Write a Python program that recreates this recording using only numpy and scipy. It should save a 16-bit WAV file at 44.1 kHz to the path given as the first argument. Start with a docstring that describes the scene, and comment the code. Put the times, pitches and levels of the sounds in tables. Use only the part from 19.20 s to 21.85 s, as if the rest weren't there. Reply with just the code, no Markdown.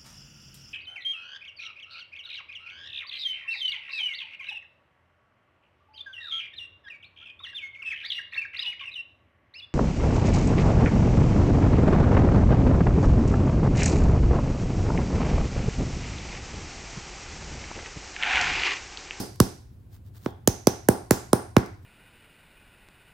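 """Sharp, thumpy knocks: a plastic toy hammer hits small flat plastic pieces on a sheet-covered bed.
Each blow is a 2 ms crack of plastic, then a thump that falls in pitch as the springy bedding
carries highs faster than lows. Now and then a piece rattles against the hammer.
The quiet room answers briefly; between blows the cloth rustles faintly over a low rumble."""
import sys
import numpy as np
from scipy import signal
from scipy.fft import rfft, irfft, next_fast_len
from scipy.io import wavfile

SR = 44100
rng = np.random.default_rng(int(sys.argv[2]) if len(sys.argv) > 2 else 0)


def to_wav(sig):
    """Store sig (one row per channel, or 1-D mono) as 16-bit WAV at the path in sys.argv[1].

    Samples outside -1..1 are clipped; the rate is SR.
    """
    pcm = np.clip(np.atleast_2d(sig), -1, 1) * 32767
    pcm = np.round(pcm).astype(np.int16)
    wavfile.write(sys.argv[1], SR, pcm.T)  # frames by channels


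N = 116865
LEAD = SR // 10  # samples of pre-roll before time zero
TIME = np.arange(N) / SR
BLOW_TIME = TIME[:SR // 8]


def from_db(db):
    """Decibels to gain."""
    return 10 ** (np.asarray(db) / 20)


def rms_one(x):
    """Scale to rms 1."""
    return x / np.sqrt(np.mean(x ** 2) + 1e-20)


def at_hz(points, hz):
    """Read a curve on a log-frequency axis."""
    freqs, values = np.transpose(points)
    return np.interp(np.log(np.maximum(hz, 1)), np.log(freqs), values)


def equalise(x, curve):
    """Minimum-phase EQ: nothing rings ahead of an attack."""
    size = 2 * next_fast_len(x.shape[-1])
    gain = from_db(at_hz(curve, np.fft.rfftfreq(size, 1 / SR)))
    cepstrum = irfft(np.log(gain))
    cepstrum[1:size // 2] *= 2
    cepstrum[size // 2 + 1:] = 0
    return irfft(rfft(x, size) * np.exp(rfft(cepstrum)))[..., :x.shape[-1]]


def stereo_noise(correlation, size):
    """White noise whose stereo width depends on frequency."""
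    mid, side = rfft(rng.standard_normal((2, size)))
    shared = at_hz(correlation, np.fft.rfftfreq(size, 1 / SR))
    return irfft(np.sqrt(1 + shared) * mid + np.sqrt(1 - shared) * side * [[1], [-1]], size)


def pan(x, balance, phase=None):
    """Set the level and phase difference between left and right at each frequency."""
    size = next_fast_len(x.shape[-1] + LEAD)
    hz = np.fft.rfftfreq(size, 1 / SR)
    left_lead = at_hz(phase, hz) if phase else 0
    left = from_db(at_hz(balance, hz) / 2) * np.exp(.5j * left_lead)
    return irfft(rfft(x, size) * np.array([left, 1 / left]), size)[:, :x.shape[-1]]


def add(track, start_s, sound):
    """Mix a sound into a track that has pre-roll."""
    start = max(LEAD + int(start_s * SR), 0)
    part = sound[:len(track) - start]
    track[start:start + len(part)] += part


# Room tone, heavy in the bass: freq_hz, gain_db
RUMBLE_EQ = [(25, -20.5), (50, -7.5), (75, 1), (105, 4.5), (150, -11), (220, -15), (350, -22.5), (600, -32),
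             (1600, -41.5), (2800, -46), (6000, -53.5), (16000, -51)]
# Stereo width as heard, centred lows and top, wide mids: freq_hz, correlation
RUMBLE_CORRELATION = [(120, .96), (250, .85), (550, .3), (2000, .2), (6000, .4), (10000, .9)]
def rumble(level_db=-46.5):
    """The room's steady low rumble with a trace of hiss."""
    noise = stereo_noise(RUMBLE_CORRELATION, LEAD + N)
    return from_db(level_db) * rms_one(equalise(noise, RUMBLE_EQ)[:, LEAD:])


# Tone of the sheet's rustle: freq_hz, gain_db
CLOTH_EQ = [(300, 2), (800, 2), (1600, 2), (2400, -5.5), (4000, -0.5), (7000, -5.5), (11000, -8),
            (16000, 0)]
# Stereo width as heard: freq_hz, correlation
CLOTH_CORRELATION = [(1000, 0.13), (8000, 0.53)]
# Light brushes of the sheet: peak_s, half_width_s, level_db
CLOTH_BRUSHES = [(0.538, .015, -71), (.6, 0.009, -83), (.745, 0.03, -57), (0.872, 0.021, -63),
                 (0.969, 0.024, -55.5), (1.06, 0.045, -53), (2.634, 0.013, -66)]
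def cloth():
    """Fibres rub in soft, grainy swells."""
    swells = sum(from_db(level_db) * np.exp(-((TIME - peak_s) / half_width_s) ** 2)
                 for peak_s, half_width_s, level_db in CLOTH_BRUSHES)
    noise = stereo_noise(CLOTH_CORRELATION, N)
    grain = from_db(3 * rng.standard_normal(N // 64 + 1)).repeat(64)[:N]
    return swells * rms_one(equalise(noise * grain, CLOTH_EQ))


# Tone of the reverb: freq_hz, gain_db
REVERB_EQ = [(50, -22.5), (120, -10.5), (200, -17), (320, -11), (420, -12.5), (600, -13.5), (780, -4.5),
             (1000, -8), (1250, -10.5), (1460, -6.5), (1750, -9), (3000, -11), (6000, -11.5),
             (10000, -11.5), (16000, -4)]
# Time it takes to fall 60 dB: freq_hz, decay_s
REVERB_DECAY = [(100, 0.23), (400, 0.34), (1500, 0.44), (6000, 0.47), (10000, .38), (15000, 0.15)]
# Stereo width of the tail as heard: centred bass, wide mids, nearly mono at the very top:
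# freq_hz, correlation
TAIL_CORRELATION = [(250, .9), (550, .15), (2000, 0), (4500, .35), (8000, .5), (13000, .9)]
def room(send, predelay_s=.0013, build_s=.0013):
    """A small room's diffuse tail; each octave fades at its own rate."""
    size = SR * 3 // 4
    t = np.maximum(TIME[:size] - predelay_s, 0)
    hz = np.fft.rfftfreq(size, 1 / SR)
    noise = rfft(stereo_noise(TAIL_CORRELATION, size))
    octaves_hz = np.geomspace(62.5, 16000, 9)
    tail = 0
    for centre_hz, weights in zip(octaves_hz, np.eye(len(octaves_hz))):
        band = irfft(noise * at_hz(list(zip(octaves_hz, weights)), hz), size)
        tail += band * np.exp(-np.log(1000) * t / at_hz(REVERB_DECAY, centre_hz))
    tail = rms_one(tail * (1 - np.exp(-t / build_s))) / np.sqrt(size)
    return signal.fftconvolve(send[None], equalise(tail, REVERB_EQ), axes=1)[:, :len(send)]


def thump(rise_s, decay_s, start_hz=5600, sweep_cycles=1.6, spread_s=.008, low_cut_hz=30):
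    """A wave spreads through the bedding, highs first: the pitch dives as it thins out."""
    t = BLOW_TIME
    cycles = sweep_cycles * np.log(1 + t * start_hz / sweep_cycles)
    attack = 1 - np.exp(-(t / rise_s) ** 2)
    envelope = attack * np.exp(-t / decay_s) / (1 + (t / spread_s) ** 2)
    low_cut = signal.butter(1, low_cut_hz, "high", fs=SR, output="sos")
    return signal.sosfilt(low_cut, np.sin(2 * np.pi * cycles) * envelope)


def chatter(length_s, rise_s=.00087):
    """Hard surfaces meet in a brief flurry of tiny contacts."""
    envelope = (1 - np.exp(-BLOW_TIME / rise_s)) * np.exp(-(BLOW_TIME / length_s) ** 2)
    return envelope * rng.choice([-1, 1], len(BLOW_TIME))


def crack(force, tone, level_db):
    """A contact force sounds the plastic, with the energy of 2 ms at the given level."""
    burst = equalise(force, tone)
    return from_db(level_db) * burst / np.sqrt(np.sum(burst ** 2) / (.002 * SR))


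# The bright snap of the plastic itself: freq_hz, gain_db
PLASTIC_EQ = [(300, -19.5), (600, -10), (1000, 2), (2000, -0.5), (2800, -3.5), (3900, -1.5), (5500, 3.5),
              (7300, -3), (10000, 1), (12000, -5.5), (14000, -2.5), (16000, -5.5)]
def plastic_tone(tilt_db_per_octave, clack_hz, clack_db, piece_hz, piece_db):
    """EQ of one crack: the plastic, the hammer's broad hollow clack, the piece's narrow resonance."""
    hz = np.geomspace(200, 18000, 160)
    tilt = tilt_db_per_octave * np.log2(hz / hz[0])
    clack = clack_db * np.exp(-np.log2(hz / clack_hz) ** 2)
    resonance = piece_db * np.exp(-(np.log2(hz / piece_hz) / .16) ** 2)
    return np.transpose([hz, at_hz(PLASTIC_EQ, hz) + tilt + clack + resonance])


# A piece rattles or ticks against the hammer: start_s, level_db
PIECE_RATTLES = [(0.158, -50), (1.2841, -31.5), (1.479, -30.5), (1.9188, -29.5), (2.382, -36), (2.46, -46)]
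# The knocks: start_s, thump_db, rise_s, decay_s, crack_db, tilt_db_per_octave,
# clack_hz, clack_db, piece_hz, piece_db, thump_send_db, crack_send_db
HAMMER_BLOWS = [(-0.03, 4.5, 0.0044, .02, -10.5, 1, 1500, 1, 4730, 4.5, -0.5, 0),
                (0.2015, 5, 0.0058, 0.033, -9, -2, 1940, -5.5, 5700, 0.5, 1.5, -2.5),
                (1.0603, 4, 0.0065, 0.0044, -24, -9.5, 1220, -1, 3400, 12, -0.5, -1.5),
                (1.2748, -3.5, 0.0026, 0.049, -10, -1, 800, -6.5, 6320, 11, -1.5, -2.5),
                (1.4706, 4.5, 0.0031, 0.009, -11, -2.16, 1070, -2, 6090, 9, -2.5, -2),
                (1.6864, 3.5, 0.0029, 0.014, -12, 2, 1135, 12, 9000, 5.5, 1.5, -1),
                (1.9084, -0.5, 0.0029, 0.027, -11, 0.83, 1120, 8, 7100, 6.5, 0.5, 1),
                (2.1306, 2.5, 0.0029, 0.011, -11.5, 0.5, 1070, 13.5, 9200, 9.5, 0.5, -1.5),
                (2.3658, 6, 0.0049, 0.021, -9, -4.5, 1244, 6, 2170, 4.5, 1, -4.5)]
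def hammer():
    """Plastic cracks and bedding thumps: the direct sound and two reverb sends."""
    direct, thump_send, crack_send = np.zeros((3, LEAD + N))
    click = signal.unit_impulse(len(BLOW_TIME))  # in the room each flurry blurs into one click
    for start_s, thump_db, rise_s, decay_s, crack_db, *eq, thump_send_db, crack_send_db in HAMMER_BLOWS:
        body = from_db(thump_db) * thump(rise_s, decay_s)
        tone = plastic_tone(*eq)
        add(direct, start_s, body + crack(chatter(length_s=.0018), tone, crack_db))
        add(thump_send, start_s, from_db(thump_send_db) * body)
        add(crack_send, start_s, from_db(crack_send_db) * crack(click, tone, crack_db))
    for start_s, level_db in PIECE_RATTLES:
        add(direct, start_s, crack(chatter(length_s=.0025), PLASTIC_EQ, level_db))
        add(crack_send, start_s, crack(click, PLASTIC_EQ, level_db))
    return direct, thump_send, crack_send


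# Where the reverb sits: freq_hz, left_minus_right_db
REVERB_PAN = [(100, 2), (300, -4), (550, -3.5), (850, 3.5), (1400, -0.5), (4200, -0.5), (6000, -8.5),
              (9000, 0.5), (13000, 2)]
# The knocks sit to the right: freq_hz, left_minus_right_db
HAMMER_PAN = [(100, -1.5), (300, -4.5), (800, -9.5), (1400, -7), (3000, -0.5), (4200, -1.5), (6000, -9),
              (9000, 0), (13000, -1.5)]
# Their phase between the sides: freq_hz, left_lead_rad
HAMMER_PHASE = [(100, -.1), (500, -.2), (900, .6), (1500, .6), (2000, -1.7), (2500, -1.5), (3000, 1.1),
                (4200, -.3), (13000, -.6)]
def scene():
    """Knocks over cloth and rumble; bedding and plastic each excite the room in their own way."""
    direct, thump_send, crack_send = hammer()
    reverb = room(thump_send) + room(crack_send)
    knocks = pan(direct, HAMMER_PAN, HAMMER_PHASE) + pan(reverb, REVERB_PAN)
    return knocks[:, LEAD:] + cloth() + rumble()


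def record(dry):
    """Soft-clip the loudest peaks and cut the very top."""
    ceiling, stopband_hz = .9, 16900
    rounded = dry / (1 + (dry / ceiling) ** 4) ** .25
    return signal.sosfilt(signal.cheby2(12, 60, stopband_hz, fs=SR, output="sos"), rounded)


dry = scene()
out = record(dry)
to_wav(out)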